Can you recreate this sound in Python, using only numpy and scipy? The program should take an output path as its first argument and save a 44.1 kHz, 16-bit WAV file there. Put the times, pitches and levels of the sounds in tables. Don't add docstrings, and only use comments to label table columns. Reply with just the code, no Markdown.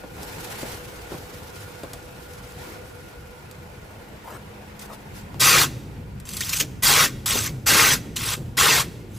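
import sys
import numpy as np
from scipy import signal
from scipy.fft import rfft, irfft
from scipy.io import wavfile

SR = 44100
rng = np.random.default_rng(int(sys.argv[2]) if len(sys.argv) > 2 else 0)


def dump_mix(stems):
    frames = np.atleast_2d(stems).T
    limited = np.clip(frames, -1, 1)
    pcm = np.round(limited * 32767).astype(np.int16)
    wavfile.write(sys.argv[1], SR, pcm)


N = 404838
TIME, BINS = np.arange(N) / SR, np.fft.rfftfreq(N, 1 / SR)


def amp(db):
    return 10 ** (np.asarray(db) / 20)


def unit(x):
    return x / np.sqrt(np.mean(x ** 2) + 1e-20)


def read(points, hz):
    f, value = np.transpose(points)
    return np.interp(np.log(hz + 1), np.log(f + 1), value)


def curves(rows):
    s, *columns = np.transpose(rows)
    return [np.interp(TIME, s, c) for c in columns]


def latest(rows):
    table = np.transpose(rows)
    row = np.maximum(np.searchsorted(table[0], TIME) - 1, 0)
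    start, *columns = table[:, row]
    return TIME - start, *columns


def envelope(age, rise, hold, t60):
    return np.clip(age / rise, 0, 1) * amp(-60 * np.clip((age - hold) / t60, 0, 2))


def blow(age, t60):
    return (age >= 0) * amp(-60 * np.clip(age / t60, 0, 2))


def swells(rows):
    return sum(amp(db) * np.sin(np.pi * np.clip((TIME - s) / length, 0, 1)) for s, length, db in rows)


def colour(x, spectrum):
    return unit(irfft(rfft(x) * amp(read(spectrum, BINS)), N))


def noise():
    return rng.standard_normal(N)


def drift(hz):
    return unit(irfft(rfft(noise()) / (1 + (BINS / hz) ** 4), N))


def resonate(x, hz, width):
    turn = np.exp(2j * np.pi * np.cumsum(hz) / SR)
    r = np.exp(-np.pi * width / SR)
    return 2 * (turn * signal.lfilter([1 - r], [1, -r], x / turn)).real


def shifting(x, patchy_db, span_hz, span_s):
    z = signal.stft(x, SR, nperseg=512, noverlap=384)[2]
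    per_s = np.fft.rfftfreq(z.shape[1], 128 / SR)
    per_hz = np.fft.fftfreq(len(z), SR / 512)[:, None]
    smooth = np.exp(-(per_s * span_s) ** 2 - (per_hz * span_hz) ** 2)
    patches = unit(np.fft.irfft2(np.fft.rfft2(rng.standard_normal(z.shape)) * smooth, z.shape))
    z = z * amp(patchy_db * np.minimum(patches, 2))
    return signal.istft(z, SR, nperseg=512, noverlap=384)[1][:N]


# frequency in Hz, likeness from 0 to 1.
STREET_LIKENESS = [(60, 1), (150, 0.92), (300, 0.59), (700, 0.2), (1400, 0), (7000, 0.3), (8600, 1),
                   (16000, 0.96)]


def wide(spectrum):
    left, other = (rfft(shifting(noise(), 2.56, 220, 0.053)) for side in range(2))
    same = np.clip(read(STREET_LIKENESS, BINS), -1, 1)
    right = same * left + np.sqrt(1 - same ** 2) * other
    return colour(irfft(np.array([left, right]), N), spectrum)


# pitch in Hz, width in Hz, level in dB before the fade.
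MOTOR_WHINE = [(491.3, 10.7, -54.5), (1430, 37, -59.5)]
# time in seconds, gain in dB before a fixed trim.
MOTOR_FADE = [(0, 4), (3.2, 3.5), (3.7, -1.5), (6, -7)]
WHINE_WIDTH = 0.66


def far_motor():
    both, apart = (sum(amp(db) * unit(resonate(noise(), np.full(N, hz), width))
                       for hz, width, db in MOTOR_WHINE) for part in range(2))
    whine = both + WHINE_WIDTH * np.outer([1, -1], apart)
    return amp(curves(MOTOR_FADE)[0] + 0.5) * whine


# time in seconds, level in dB, pitch in Hz.
PASSING_HUM = [(3.4, -69, 210), (3.9, -54.5, 209.6), (5.25, -50, 207.9), (6, -65, 211)]


def passing_hum():
    hum_db, hum_hz = curves(PASSING_HUM)
    phase = 2 * np.pi * np.cumsum(hum_hz * (1 + 0.0077 * drift(11.1))) / SR
    return amp(hum_db + 0.62 * drift(6)) * unit(np.sin(phase))


# time in seconds, roar in dB and tyre hiss in dB before fixed trims.
STREET_LEVELS = [(0.0, -44.5, -63), (0.13, -49, -57.5), (0.2, -42, -49.5), (0.72, -39.5, -44),
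                 (0.82, -44, -53), (1.5, -45.5, -53), (2.1, -46.5, -57), (2.53, -47.5, -54),
                 (2.66, -41.5, -59), (2.9, -48, -57.5), (3.3, -48.5, -62), (4.2, -47, -66),
                 (5.3, -46.5, -68), (5.8, -50.5, -76), (9.18, -53, -95)]
# start in seconds, length in seconds, peak level in dB before the flicker.
BRIGHT_RUSTLES = [(1.08, 0.11, -50), (1.55, 0.12, -49), (2.55, 0.23, -51), (4.785, 0.089, -45),
                  (4.91, 0.06, -49), (5.13, 0.1, -46.5)]
# time in seconds, level in dB.
LOW_RUMBLE_LEVEL = [(0, -41.5), (2, -44), (4.8, -45.5), (5.4, -39), (7.8, -38), (8.4, -39)]
# frequency in Hz, relative density in dB per Hz.
ROAR_COLOUR = [(100, -13), (250, -6.5), (320, -0.5), (420, 0), (620, -4.5), (900, -3), (1150, -9),
               (1600, -9.5), (2500, -11.5), (3300, -17.5), (8000, -26)]
HISS_COLOUR = [(500, -10), (1500, 6), (3000, 2.5), (5000, 2), (8000, -1.5), (11000, 1), (14500, -3),
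               (16000, -2.5)]
LOW_RUMBLE_COLOUR = [(20, -14), (32, -12), (50, 1), (65, 0), (95, 2), (150, -1.5), (210, -6), (300, -13.5),
                     (600, -51)]


def street():
    roar_db, hiss_db = curves(STREET_LEVELS)
    roar = amp(roar_db + 2.0 + 0.53 * drift(28)) * wide(ROAR_COLOUR)
    hiss_gain = amp(hiss_db + 6.0) + swells(BRIGHT_RUSTLES)
    hiss = hiss_gain * amp(1.8 * drift(41)) * wide(HISS_COLOUR)
    low_rumble = amp(curves(LOW_RUMBLE_LEVEL)[0] + 0.2 * drift(7.2)) * wide(LOW_RUMBLE_COLOUR)
    return roar + hiss + low_rumble + far_motor() + passing_hum()


# frequency in Hz, t60 in seconds.
ROOF_DECAY = [(120, 0.85), (500, 0.16), (2000, 1), (6000, 0.77), (15000, 0.66)]


def room(x):
    hz, t, z = signal.stft(rng.standard_normal((2, SR)), SR, nperseg=256)
    dying = z * amp(-60 * t / read(ROOF_DECAY, hz)[:, None])
    tail = signal.istft(dying, SR, nperseg=256)[1]
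    tail = tail[0] + np.array([[.3], [-.3]]) * tail[1]
    return signal.fftconvolve(x[None], tail / np.linalg.norm(tail[0]), axes=1)[:, :N]


# frequency in Hz, gain in dB.
JAR_SCATTER = [(250, -14), (550, -5), (900, -10), (1500, -8), (2000, -12), (2600, -60), (3500, -38),
               (6000, -80)]


def scattered(x, count=8):
    delays = rng.uniform(.001, .014, count)
    bounces = np.exp(-2j * np.pi * np.outer(delays, BINS)).sum(0) / np.sqrt(count)
    return np.outer([1, -1], irfft(rfft(x) * bounces * amp(read(JAR_SCATTER, BINS)), N))


# pitch in Hz, width in Hz, gain in dB against the direct sound.
PLANK_MODES = [(456, 55, -6.5), (825, 21, 4), (1093, 24, 2.5), (1258, 31, 2), (1398, 21, 4), (1552, 23, 10),
               (1840, 18, 7), (1970, 26, 7), (2127, 24, 7), (2190, 50, -6), (2418, 23, 7), (2667, 20, 10),
               (3300, 28, 5), (3725, 27, 3.5), (4190, 33, -0.5), (4715, 39, 1.5), (4990, 62, -2),
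               (5700, 27, -15), (5910, 24, 3), (6100, 28, 4), (6200, 32, -6), (7000, 40, 1), (7500, 40, -7),
               (8060, 120, -4)]


def plank(x):
    return x + sum(amp(db) * signal.lfilter(*signal.iirpeak(hz, hz / width, SR), x)
                   for hz, width, db in PLANK_MODES)


def fractures(per_s, spread_db, clump_db, clump_hz):
    size = amp(spread_db * np.minimum(rng.exponential(1, N), 4) + clump_db * drift(clump_hz))
    happens = rng.random(N) < per_s / SR
    return unit(size * rng.choice([-1, 1], N) * happens)


# start in seconds, crack in dB, ring in dB, before fixed trims.
HARD_TICKS = [(0.2313, -26, -37), (1.4336, -33, -56), (1.8337, -35, -43), (1.934, -23, -36.5),
              (2.336, -33, -47), (2.5215, -32, -56), (3.5124, -31, -47), (4.793, -38, -40), (6.2, -31, -46),
              (6.29, -25, -32), (6.335, -22, -34), (6.3684, -24, -25.5), (6.4068, -17, -22.5),
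              (6.493, -23, -23.5), (6.601, -10, -22), (7.2612, -26, -35), (8.1637, -26, -26.5)]
# start in seconds, level in dB before a fixed trim, t60 in seconds.
WOOD_KNOCKS = [(0.036, -29, 0.084), (0.232, -33, 0.088), (0.629, -28, 0.19), (1.119, -27.5, 0.13),
               (1.141, -32, 0.12), (1.834, -27, 0.12), (1.935, -32, 0.11), (5.344, -29.5, 0.043),
               (6.603, -29, 0.07), (7.352, -24, 0.23)]
# start in seconds, length in seconds, peak level in dB.
COUNTER_SCUFFS = [(4.225, 0.18, -38), (4.79, 0.13, -47), (4.885, 0.072, -41)]
# frequency in Hz, relative density in dB per Hz.
TICK_COLOUR = [(900, -14), (1600, -11), (2800, -6.5), (4200, 1.5), (6000, -1.5), (8500, 3), (12000, -2),
               (16000, -2)]
KNOCK_COLOUR = [(40, -9), (110, -1.5), (300, 0), (520, -1), (800, -6), (1600, -18.5), (4000, -26),
                (16000, -62)]
SCUFF_COLOUR = [(200, -27), (500, -5), (720, 3), (1100, -3.5), (1550, -5), (2100, -13.5), (5000, -23),
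                (15000, -19.5)]
CRACK_T60_S, RING_T60_S = 0.012, 0.051


def handling():
    age, crack_db, ring_db = latest(HARD_TICKS)
    cracks = amp(crack_db) * blow(age, CRACK_T60_S)
    rings = amp(ring_db) * blow(age, RING_T60_S)
    ticks = amp(-5) * cracks * colour(noise(), TICK_COLOUR)
    ticks = ticks + amp(3.0) * rings * colour(plank(noise()), TICK_COLOUR)
    knocks = sum(amp(db) * blow(TIME - s, t60) for s, db, t60 in WOOD_KNOCKS)
    thuds = amp(-3.5) * knocks * colour(noise(), KNOCK_COLOUR)
    grit = fractures(per_s=3700, spread_db=2.0, clump_db=2.5, clump_hz=80)
    scuffs = swells(COUNTER_SCUFFS) * colour(shifting(grit, 5.7, 200, 0.053), SCUFF_COLOUR)
    return ticks + thuds + scuffs


# start in seconds, level in dB before the shake's own mix.
BENCH_JOLTS = [(5.335, -34.5), (5.775, -40), (6.6, -29.5), (7.48, -28.5), (8.36, -28.5)]
# frequency in Hz, relative density in dB per Hz.
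BENCH_COLOUR = [(25, -25), (50, -8), (75, -5.5), (110, 2), (160, -2), (240, -3), (400, -6.5), (650, -19),
                (1500, -38)]
BENCH_PUSH_DB, BENCH_SLIDE_DB = -13, -8.5
BENCH_RISE_S, BENCH_T60_S = 0.067, 1.9
BENCH_REST_HZ, BENCH_LOAD_HZ, BENCH_RELAX_S = 107.4, 35, 0.8
JOLT_RISE_S, JOLT_T60_S = 0.017, 0.84


def bench():
    pushed = sum(amp(db + BENCH_PUSH_DB) * envelope(TIME - s, BENCH_RISE_S, length, BENCH_T60_S)
                 for s, length, db, *rest in HARD_PUSHES)
    slid = sum(amp(db + BENCH_SLIDE_DB) * envelope(TIME - s, BENCH_RISE_S, length, SLIDE_T60_S)
               for s, length, db, *rest in LIGHT_SLIDES)
    jolt_age, jolt_db = latest(BENCH_JOLTS)
    jolt = envelope(jolt_age, JOLT_RISE_S, JOLT_RISE_S, JOLT_T60_S)
    age, length, *rest = latest(HARD_PUSHES)
    load = np.maximum(envelope(age, BENCH_RISE_S, length, BENCH_RELAX_S), jolt)
    hz = BENCH_REST_HZ + BENCH_LOAD_HZ * load
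    boom = unit(resonate(resonate(noise(), hz, 19), hz, 19))
    rumble = colour(shifting(noise(), 2.5, 89, 0.13), BENCH_COLOUR)
    shake = amp(-5.0) * boom + amp(-4.0) * rumble
    return np.sqrt(pushed ** 2 + slid ** 2 + (amp(jolt_db) * jolt) ** 2) * shake


# start in seconds, length in seconds, level halfway in dB before the layer
# mix, swell from start to end in dB, plank in dB against that level, rasp pitch halfway in Hz.
LIGHT_SLIDES = [(6.252, 0.36, -36.5, 15.5, -9, 3270), (7.258, 0.22, -26.5, -7, -7, 2940),
                (8.158, 0.18, -31.5, 9.5, -3, 3100), (9.1, 0.085, -53.5, 20, -10, 3430)]
# start in seconds, rasp in dB before its own mix, spray in dB.
BLOCK_CATCHES = [(6.406, -27.5, -35), (6.527, -22, -27), (6.558, -31, -30), (6.597, -16, -21),
                 (7.305, -33, -30), (8.16, -39, -28)]
# frequency in Hz, relative dB per Hz.
CUT_COLOUR = [(100, -47), (220, -13), (450, -1), (760, -8.5), (1050, 3), (1700, -4), (2800, -2), (4200, -3),
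              (8000, -19), (16000, -32)]
RASP_COLOUR = [(950, -25), (1400, -8.5), (2100, -3), (3000, 1.5), (4200, -4), (6500, -2), (12000, -31)]
LIGHT_SPRAY_COLOUR = [(1000, -50), (2000, -20), (3300, -4), (4600, -3.5), (6500, 1), (8500, -0.5),
                      (11000, 1), (14500, -1.5), (16000, -2)]
TOUCH_S, SLIDE_T60_S = 0.0019, 0.12
SLIDE_ARCH_DB = 2
SLIDE_PATCHY_DB = 4.5
RASP_RISE_PER_DB = 0.5
CATCH_RISE_S, CATCH_HOLD_S, CATCH_T60_S = 0.0055, 0.011, 0.081


def slides():
    age, length, halfway_db, swell_db, plank_db, halfway_hz = latest(LIGHT_SLIDES)
    way = np.clip(age / length, 0, 1) - .5
    rub_db = halfway_db + swell_db * way - SLIDE_ARCH_DB * (2 * way) ** 2
    rub = envelope(age, TOUCH_S, length, SLIDE_T60_S) * amp(rub_db)
    rasp_hz = halfway_hz * (1 + RASP_RISE_PER_DB * swell_db * way)
    catch_age, rasp_db, spray_db = latest(BLOCK_CATCHES)
    catch = envelope(catch_age, CATCH_RISE_S, CATCH_HOLD_S, CATCH_T60_S)
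    breaks = fractures(per_s=6000, spread_db=0.5, clump_db=2.1, clump_hz=111)
    chips = fractures(per_s=12000, spread_db=-2.0, clump_db=1.8, clump_hz=140)
    body = colour(shifting(plank(breaks), 1.5, 230, 0.036), CUT_COLOUR)
    band = colour(resonate(breaks, rasp_hz, 700), RASP_COLOUR)
    chatter = unit(resonate(band, rasp_hz * (1 + 0.045 * drift(40.0)), 250))
    scratch = shifting(breaks, 2.0, 1200, 0.006)
    rasp = amp(-6.5) * colour(scratch, RASP_COLOUR) + amp(-13.5) * chatter
    spray = colour(shifting(plank(chips), SLIDE_PATCHY_DB, 410, 0.049), LIGHT_SPRAY_COLOUR)
    rubbing = rub * (amp(plank_db) * body + amp(-3) * rasp + amp(3.0) * spray)
    return rubbing + catch * (amp(rasp_db) * rasp + amp(spray_db) * spray)


# start in seconds, length in seconds, cut at its hardest in dB and
# spray of fine chips in dB (both before the layer mix), share of the way where it is hardest,
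# first chatter pitch in Hz.
HARD_PUSHES = [(5.395, 0.24, -18, -17.5, 0.6, 2320), (6.822, 0.23, -19.5, -17.5, 0.67, 2380),
               (7.659, 0.28, -17.5, -18.5, 0.52, 1760), (8.568, 0.24, -18.5, -20, 0.49, 1780)]
# frequency in Hz, relative density in dB per Hz.
SPRAY_COLOUR = [(300, -9), (1200, -13), (2200, -7.5), (3200, -2.5), (4500, 0), (6300, 0.5), (8500, -1.5),
                (11000, -0.5), (14500, -2.5), (16000, -4)]
BITE_S, PUSH_T60_S = 0.015, 0.12
EASE_DB, SPRAY_SAG_DB = 22.5, 3.5
LAST_CHATTER_HZ = 1800


def pushes():
    age, length, top_db, first_spray_db, hardest, first_hz = latest(HARD_PUSHES)
    way = np.clip(age / length, 0, 1)
    cut_db = top_db - EASE_DB * (way - hardest) ** 2
    spray_db = first_spray_db - SPRAY_SAG_DB * way
    chatter_hz = first_hz + (LAST_CHATTER_HZ - first_hz) * way
    breaks = fractures(per_s=9000, spread_db=1.0, clump_db=0.9, clump_hz=130)
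    chips = fractures(per_s=16000, spread_db=4.0, clump_db=0.5, clump_hz=160)
    chatter = unit(resonate(breaks, chatter_hz * (1 + 0.17 * drift(29)), 280))
    body = colour(shifting(plank(breaks), 3.35, 330, 0.035), CUT_COLOUR)
    cut = amp(-2) * body + amp(-7.5) * chatter
    spray = colour(shifting(plank(chips), 3.3, 320, 0.041), SPRAY_COLOUR)
    stroke = envelope(age, BITE_S, length, PUSH_T60_S)
    return stroke * (amp(cut_db) * cut + amp(spray_db + 3.5) * spray)


# frequency in Hz, left minus right in dB.
PLANE_SIDE = [(300, -.5), (480, -.5), (770, 4.5), (1170, 6.3), (1790, 2.2), (2600, 0)]


def scene():
    ice = pushes() + slides() + handling()
    placed = irfft(rfft(ice) * amp(np.outer([.5, -.5], read(PLANE_SIDE, BINS))), N)
    return street() + bench() + placed + scattered(ice) + amp(-25.0) * room(ice)


# frequency in Hz, phase in half turns.
TREBLE_PHASE = [(8300, 0), (9480, 1), (11100, 2), (12680, 3), (14120, 4), (15600, 5)]
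EDGE_HZ = 15700


def record(dry):
    phase = np.pi * np.interp(BINS, *np.transpose(TREBLE_PHASE))
    sides = irfft(rfft(dry) * np.exp(1j * np.outer([-.5, .5], phase)), N)
    low_pass = signal.firwin(301, EDGE_HZ, window=("kaiser", 9), fs=SR)
    return signal.oaconvolve(sides, low_pass[None], "same")


dry = scene()
out = record(dry)
dump_mix(out)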